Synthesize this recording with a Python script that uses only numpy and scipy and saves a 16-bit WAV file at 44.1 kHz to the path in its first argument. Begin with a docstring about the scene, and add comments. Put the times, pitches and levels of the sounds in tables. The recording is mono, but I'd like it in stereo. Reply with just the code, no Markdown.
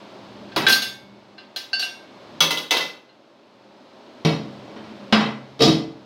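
"""Glass plate in an open microwave oven

Small kitchen, two-port microphone, oven a little to the left: a glass turntable plate is picked up and clinks
on its roller ring. The plastic ring clatters onto the steel floor; the plate is set down, bumps softly as it is
turned and rocks, and drops onto the coupler with hollow knocks. Each contact rings sine modes and adds a noise
crack and a dense noise tail. Behind lie a rush of air (shaped noise) and a faint hum (wavering sine); gain
control ducks all after loud blows.
"""
import sys
import numpy as np
from scipy import signal
from scipy.fft import rfft, irfft, next_fast_len
from scipy.io import wavfile
from scipy.ndimage import uniform_filter1d, minimum_filter1d

SR = 44100
rng = np.random.default_rng(int(sys.argv[2]) if len(sys.argv) > 2 else 0)


def to_wav(sig):
    """Store sig (one row per channel, or 1-D mono) as 16-bit WAV at the path in sys.argv[1].

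    Samples outside -1..1 are clipped; the rate is SR.
    """
    pcm = np.clip(np.atleast_2d(sig), -1, 1) * 32767
    pcm = np.round(pcm).astype(np.int16)
    wavfile.write(sys.argv[1], SR, pcm.T)  # frames by channels


N = 267113

# Background air spectrum: [f/Hz, relative level/dB per Hz]
AIR_SPECTRUM = [(18, -65), (30, -47.5), (134, -5), (165, -17.5), (204, -5.5), (295, -5.5), (426, -6.5),
                (512, -24), (569, -2.5), (616, -15), (801, -8.5), (1810, -20.5), (4300, -20.5), (7870, -44),
                (16000, -56)]
# Hands at the oven, while hum and rumble swell: [start t/s, end t/s, hum level/dB]
HANDLING = [(.48, 1.05, -46.5), (2.348, 2.7, -50.5), (4.45, 6.003, -50.5)]
# Decay of the oven cavity and kitchen: [f/Hz, t60/s]
TAIL_T60 = [(100, 0.53), (400, 0.5), (1500, 0.44), (4000, 0.38), (8000, 0.35), (16000, 0.3)]
# Likeness of the left and right microphone ports: [f/Hz, correlation]
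PORT_LIKENESS = [(100, 1), (250, 0.93), (500, 0.76), (1000, 0.23), (2000, 0.12), (4000, 0), (16000, 0.002)]
# Dense, unresolved modes of the sheet steel floor: [f/Hz, relative level/dB per Hz]
FLOOR_CLATTER = [(50, -13), (100, -2.5), (220, 12), (500, 5.5), (1000, 5.5), (1700, -1.5), (2500, 0),
                 (3400, -0.5), (4800, -3.5), (6200, -23), (7500, -46), (11000, -26.5), (16000, -52)]
# Dense, unresolved modes of the plastic roller ring: [f/Hz, relative level/dB per Hz]
ROLLER_CLATTER = [(60, -40), (200, -7), (480, 1), (750, -3.5), (1200, -3.5), (1750, -6.5), (2500, -3),
                  (3300, 2.5), (4600, -0.5), (6000, -12), (7400, -30.5), (9000, -15.5), (16000, -20.5)]
# Dense, unresolved modes of the glass plate: [f/Hz, relative level/dB per Hz]
PLATE_CLATTER = [(100, -40), (400, -8), (1000, -4.5), (2000, -1.5), (3000, 4.5), (4600, 5.5), (6200, -10),
                 (7400, -26), (8600, -18.5), (12000, -15), (16000, -20)]
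# Resolved modes of the sheet steel floor: [f/Hz, relative level/dB, t60/s]
FLOOR_MODES = [(133.7, -10.5, 0.99), (157.8, -3, 0.33), (203.5, -12.5, 0.73), (216.3, 0.5, 0.51),
               (244, -15.5, 1), (281.4, -4, 0.7), (320, 2, 0.39), (398, -1.5, 0.23), (446.1, 1, 0.46),
               (499, -21, 0.26), (512, -21, 0.38), (561, -10, 0.58), (701, -3, 0.17), (962, -8, 0.28),
               (1207, -5, 0.1), (1810, -15.5, 0.14), (2030, -12.5, 0.5), (2250, -10.5, 0.24),
               (3145, -9.5, 0.4), (3380, -20, 0.26), (3720, -17, 0.22), (4230, -30, 0.28),
               (4300, -16, 0.16), (5650, -2.5, 0.12)]
# Resolved modes of the plastic roller ring: [f/Hz, relative level/dB, t60/s]
ROLLER_MODES = [(162.3, -14.5, 0.55), (314.3, -12, 0.6), (441.4, -14.5, 0.27), (560, -7.5, 0.43),
                (940, -3, 0.26), (999, -11.5, 0.42), (1195, -3.5, 0.28), (1406, 5.5, 0.11),
                (2026, 1.5, 0.22), (2243, -0.5, 0.43), (2820, -5.5, 0.19), (2960, 7, 0.039),
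                (3357, 4, 0.14), (3470, -6, 0.18), (3630, 5, .22), (3840, 3, .2), (3880, -8, 0.24),
                (4670, -6, 0.15), (5000, 0.5, 0.16), (6050, 1, .2)]
# Resolved modes of the glass plate: [f/Hz, relative level/dB, t60/s]
PLATE_MODES = [(725, -7.5, 0.092), (1569, -3, 0.29), (1571, -4, 0.082), (2210, -30.5, 1), (2743, -1, 0.12),
               (2906, -4, 0.2), (3550, -21, 0.46), (4114, -5.5, 0.17), (4180, -0.5, 0.075), (4531, -4, .28),
               (4988, -12, .19), (5690, -12, .24), (4980, -15, .35), (6540, -13.5, 0.21),
               (6620, -22.5, 0.25), (8550, -17.5, 0.24), (10450, -20.5, 0.19), (11360, -23, 0.27)]
# The plate knocks on the sheet steel of the oven; at 4.677 and 4.762 s soft bumps as it is turned and rocks:
# [t/s, level/dB, ring over level/dB, favoured f/Hz, hardness/dB, next touch after t/s, loss per touch/dB]
KNOCKS = [ (.562, -19, -13, 395, -18.5, .058, 6.7), (.666, -13, -15.5, 318, 7, 0.067, 20),
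          (4.249, -11.5, -10, 161.2, 1, 0.078, 20.6), (4.677, -57, 11.5, 210, -27, 0.056, 17),
          (4.762, -46.5, -2.5, 207, -28, .078, 3.3), (5.125, -11.5, -7.5, 205.3, -21, .082, 8.14),
          (5.677, -11, -8, 160, 5, 0.072, 29)]
# The wheels of the roller ring land on the oven floor and rebound:
# [t/s, level/dB, ring over level/dB, favoured f/Hz, hardness/dB, next touch after t/s, loss per touch/dB]
ROLLER_DROPS = [ (2.405, -2.5, -12, 3330, 1.5, .101, 6.5), (2.421, -7.5, -20.5, 1040, 1, 0.095, 7.5),
                (2.708, -1.5, -15, 2040, -3, .060, 7)]
# The glass plate is touched; the place of contact favours one mode:
# [t/s, level/dB, ring over level/dB, favoured f/Hz, hardness/dB]
CLINKS = [ (0.519, -45.5, -6, 1565, -20), (.562, -20.5, -14, 2900, 5.5), (.666, -7, -5, 1596, -25),
          (0.682, -12.5, -5, 4620, 8.5), (.696, -10, -3.5, 5690, 9.5), (.724, -7.5, -2, 4086, 6),
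          (.820, -16, -2.5, 3526, 4), (1.380, -41, 5.5, 4086, -29), (1.561, -18, -8, 4086, 1),
          (1.731, -31.5, 18.5, 4531, -18), (1.795, -21, 1.5, 5690, 2.5), (1.826, -23.5, 5.5, 3080, -3),
          (3.090, -58, 13, 4130, -36), (5.125, -14, -2.5, 5000, -19)]

# Noise bands: edges and centres f/Hz
EDGES = np.geomspace(35, 17000, 33)
CENTRES = np.sqrt(EDGES[1:] * EDGES[:-1])
TIME = np.arange(N) / SR
AGE = TIME[:int(.75 * SR)]   # t/s since a blow

HUM_HZ, HUM_REST_DB, SWELL_DB_PER_S = 201.6, -60.5, 27
RUMBLE_OVER_HUM_DB, AIR_DB = 10.5, -40.5
KITCHEN_DB = -6
CRACK_T60_S, PORT_LAG_SAMPLES = 0.028, 12
FAVOUR_DB = 11   # extra level of a mode at the favoured frequency
GAP_RATIO = .66   # each gap between touches takes this share of the one before
SOFT_TO_MIDS = 0.52   # dB that the mids gain for each dB less of hardness
# The plate judders down the lobes of the coupler in slips that come ever more slowly
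SEAT_S, SLIP_GAP_S, SLIP_SLOWING = 5.592, .0132, 1.125
SLIP_PEAK_S, SLIP_RISE_DB_PER_S, SLIP_FALL_DB_PER_S = 5.609, 1002, 236
SLIP_DB, SLIP_HZ = 0, 448.6
# Gain control and top cut of the recorder
LIMIT_DB, LIMIT_WINDOW_S, HOLD_S, RECOVERY_DB_PER_S = -9, .02, 1, 10
CUTOFF_HZ = 16300


def from_db(db):
    """Decibels to amplitude gain."""
    return 10 ** (np.asarray(db) / 20)


def at_hz(points, hz):
    """Read a table on a log-frequency axis."""
    known_hz, values = np.transpose(points)
    return np.interp(np.log(hz), np.log(known_hz), values)


def fade(t60):
    """Exponential decay by 60 dB in t60 seconds, one row for each t60."""
    return np.exp(-np.log(1000) * AGE / np.reshape(t60, (-1, 1)))


def build_up(hz, cycles):
    """A resonance needs a few cycles to fill, so the lows come late."""
    return 1 - np.exp(-AGE * hz[:, None] / cycles)


def top_share(hz):
    """The part of the spectrum that only a hard contact reaches."""
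    return 1 / (1 + (6500 / hz) ** 5)


def add(out, s, sound):
    """Mix a stereo sound in at time s."""
    start = int(s * SR)
    out[:, start:start + sound.shape[1]] += sound[:, :N - start]


def noise_bank():
    """Narrow bands of stereo noise of rms 1, alike in the bass and unrelated in the treble."""
    white = rng.standard_normal((2, 2, N))
    bank = []
    for k, hz in enumerate(CENTRES):
        band_pass = signal.butter(2, EDGES[k:k + 2], "band", fs=SR, output="sos")
        # neighbouring bands draw on separate noise
        mid, side = signal.sosfilt(band_pass, white[k % 2])
        alike = np.clip(at_hz(PORT_LIKENESS, hz), -1, 1)
        band = np.sqrt(1 + alike) * mid + np.sqrt(1 - alike) * side * [[1], [-1]]
        bank.append(band / band.std())
    return np.array(bank, np.float32)


def band_gains(spectrum):
    """Share a total rms of 1 among the bands."""
    gains = from_db(at_hz(spectrum, CENTRES)) * np.sqrt(np.diff(EDGES))
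    return gains / np.linalg.norm(gains)


def burst(bank, envelopes):
    """A randomly chosen stretch of noise with one envelope a band."""
    start = rng.integers(len(AGE), N - len(AGE))
    stretch = bank[:, :, start:start + len(AGE)]
    return np.einsum("bct,bt->ct", stretch, envelopes.astype(np.float32))


def background(bank, waver=0.54):
    """An even rush of air, and a wavering hum that swells together with a low rumble."""
    swells = [db - SWELL_DB_PER_S * np.abs(TIME - np.clip(TIME, start, end))
              for start, end, db in HANDLING]
    hum_db = np.maximum(HUM_REST_DB, np.max(swells, axis=0))

    low_share = 1 / (1 + (CENTRES / 170) ** 4)
    gains = band_gains(AIR_SPECTRUM)
    rumble = np.tensordot((low_share * gains).astype(np.float32), bank, 1)
    air = np.tensordot(((1 - low_share) * gains).astype(np.float32), bank, 1)

    knots = np.linspace(0, TIME[-1], 60)
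    wander = waver * rng.standard_normal((2, len(knots)))
    level_waver, phase_waver = (np.interp(TIME, knots, row) for row in wander)
    hum = np.sqrt(2) * (1 + level_waver) * np.sin(2 * np.pi * HUM_HZ * TIME + phase_waver)
    return from_db(AIR_DB) * air + from_db(hum_db) * (hum + from_db(RUMBLE_OVER_HUM_DB) * rumble)


def kitchen(bank, sound, sustain=0.99, bass_hz=600):
    """Diffuse reflections from the oven walls and the room; the bass arrives mostly direct."""
    decay = fade(sustain * at_hz(TAIL_T60, CENTRES))
    echo = burst(bank, np.sqrt(np.diff(EDGES))[:, None] * decay)
    echo = echo / np.linalg.norm(echo, axis=1, keepdims=True)
    echo = signal.sosfilt(signal.butter(1, bass_hz, "high", fs=SR, output="sos"), echo)
    return from_db(KITCHEN_DB) * signal.fftconvolve(sound, echo, axes=1)[:, :N]


def ripple(sound, depth_db):
    """Echoes within a few ms inside the steel box carve close peaks and valleys into the mids and highs."""
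    echoes = rng.standard_normal(len(AGE)) * fade(.03)[0] * (AGE > .0015)
    echoes /= np.linalg.norm(echoes)
    echoes = signal.sosfilt(signal.butter(2, 1100, "high", fs=SR, output="sos"), echoes)
    size = next_fast_len(N + len(AGE))
    # the exponential adds echoes of echoes, all causal
    response = np.exp(np.log(from_db(depth_db)) * np.sqrt(2) * rfft(echoes, size))
    response /= np.sqrt(np.mean(np.abs(response) ** 2))
    return irfft(rfft(sound, size) * response, size)[:, :N]


def clatter(bank, blows, spectrum, cycles):
    """A short crack comes straight to the microphone, left port first; dense modes die away in the cavity."""
    middle = np.exp(-np.log(CENTRES / 1450) ** 2 / 0.7)
    onset = band_gains(spectrum)[:, None] * build_up(CENTRES, cycles)
    crack = onset * fade(CRACK_T60_S)
    tail = onset * fade(at_hz(TAIL_T60, CENTRES))
    out = np.zeros((2, N))
    for s, _, _, clatter_db, crack_db, mid_db, top_db in blows:
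        colour_db = clatter_db + mid_db * middle + top_db * top_share(CENTRES)
        colour = from_db(colour_db)[:, None]
        direct = from_db(crack_db) * burst(bank, colour * crack)[0]
        both_ports = [direct, np.roll(direct, PORT_LAG_SAMPLES)]
        add(out, s, burst(bank, colour * tail) + both_ports)
    return ripple(out, depth_db=3.6)


def ringing(blows, modes, cycles, scatter_db):
    """Each blow starts all modes of an object from rest, most of all those that move at the place of contact."""
    hz, mode_db, t60 = np.transpose(modes)
    waves = fade(t60) * build_up(hz, cycles) * np.exp(2j * np.pi * hz[:, None] * AGE)
    # short waves reach the two ports out of step
    apart = np.arccos(np.clip(at_hz(PORT_LIKENESS, hz), -1, 1)) / 2
    # each mode radiates from its own part of the surface
    turn = np.pi * np.arange(len(hz)) ** 2 / len(hz)
    ports = np.exp(1j * (turn + apart * [[1], [-1]]))
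    out = np.zeros((2, N))
    for s, ring_db, favoured_hz, _, _, _, top_db in blows:
        favour = np.exp(-(np.log(hz / favoured_hz) / .04) ** 2)
        colour_db = FAVOUR_DB * favour + top_db * top_share(hz)
        scatter = scatter_db * rng.standard_normal(len(hz))
        strength = from_db(ring_db + mode_db + colour_db + scatter)
        add(out, s, ((strength * ports) @ waves).imag)
    return out


def blow(s, db, ring_db, hz, hardness_db, crack_db, body_db):
    """One contact: a hard one is bright, a soft one fills the mids."""
    mid_db = body_db - SOFT_TO_MIDS * hardness_db
    # t/s, ring level/dB, favoured f/Hz, clatter level/dB, crack/dB, mids/dB, top/dB
    return s, db + ring_db, hz, db, crack_db, mid_db, hardness_db


def repeated_touches(rows, crack_db, body_db, count):
    """Each row gives a run of touches that follow ever sooner and weaker."""
    blows = []
    for s, db, ring_db, hz, hardness_db, gap_s, loss_db in rows:
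        for k in range(count):
            blows.append(blow(s, db - k * loss_db, ring_db, hz, hardness_db, crack_db, body_db))
            s += gap_s * GAP_RATIO ** k
    return blows


def seating_slips(count=5):
    """Slips down the coupler: ever wider gaps, a level that swells and fades; gives (t/s, level/dB)."""
    gaps = SLIP_GAP_S * SLIP_SLOWING ** np.arange(count - 1)
    times = SEAT_S + np.append(0, np.cumsum(gaps))
    late = times - SLIP_PEAK_S
    levels = SLIP_DB + np.minimum(SLIP_RISE_DB_PER_S * late, -SLIP_FALL_DB_PER_S * late)
    return list(zip(times, levels))


def oven_floor(bank, slips):
    """Sheet steel rings and clatters under knocks and soft bumps, and thumps at each slip of the plate."""
    thumps = [blow(s, db, ring_db=-16.5, hz=SLIP_HZ, hardness_db=-2.5, crack_db=-5.5, body_db=-13)
              for s, db in slips]
    blows = repeated_touches(KNOCKS, crack_db=5.5, body_db=-2.5, count=3) + thumps
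    rings = ringing(blows, FLOOR_MODES, cycles=0.6, scatter_db=4.5)
    return rings, clatter(bank, blows, FLOOR_CLATTER, cycles=1.6)


def roller_ring(bank):
    """The plastic ring lands on its wheels and rebounds, exciting its own modes."""
    blows = repeated_touches(ROLLER_DROPS, crack_db=6.5, body_db=0.0, count=3)
    rings = ringing(blows, ROLLER_MODES, cycles=1.8, scatter_db=4.5)
    return rings, clatter(bank, blows, ROLLER_CLATTER, cycles=2.9)


def glass_plate(bank, slips):
    """The glass rings most near the mode favoured by each touch; all but the first two slips rasp it."""
    clinks = [blow(*row, crack_db=1.5, body_db=-4) for row in CLINKS]
    # same columns as blow() returns
    rasps = [(s, db - 25, SLIP_HZ, db + 7, -8, -39, -23.5) for s, db in slips[2:]]
    blows = clinks + rasps
    rings = ringing(blows, PLATE_MODES, cycles=0.95, scatter_db=-2.0)
    return rings, clatter(bank, blows, PLATE_CLATTER, cycles=0.6)


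def scene():
    """Sheet steel, plastic and glass sound in the open oven, a little to the left, over the background."""
    bank = noise_bank()
    slips = seating_slips()
    floor_rings, floor_clatter = oven_floor(bank, slips)
    roller_rings, roller_clatter = roller_ring(bank)
    plate_rings, plate_clatter = glass_plate(bank, slips)
    rings = floor_rings + roller_rings + plate_rings
    clatters = floor_clatter + roller_clatter + plate_clatter
    oven = rings + kitchen(bank, rings) + clatters
    return background(bank) + oven * from_db([[.4], [-.4]])


def gain_control(sound):
    """A loud blow turns the gain down; it is held, then creeps back, so the background sinks and recovers."""
    power = uniform_filter1d(np.mean(sound ** 2, axis=0), int(LIMIT_WINDOW_S * SR))
    gain_db = np.minimum(0, LIMIT_DB - 10 * np.log10(np.maximum(power, 1e-12)))
    half = int(HOLD_S * SR / 2)
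    # the origin shifts the window to look back only
    held_db = minimum_filter1d(gain_db, 2 * half + 1, origin=half, mode="nearest")
    creep_db = RECOVERY_DB_PER_S * TIME
    return sound * from_db(np.minimum.accumulate(held_db - creep_db) + creep_db)


def record(dry):
    """The gain control acts, the highest peaks are rounded and the top is cut."""
    levelled = gain_control(dry)
    rounded = levelled / (1 + (levelled / .95) ** 4) ** .25
    top_cut = signal.ellip(10, .1, 80, CUTOFF_HZ, fs=SR, output="sos")
    return signal.sosfilt(top_cut, rounded)


dry = scene()
out = record(dry)
to_wav(out)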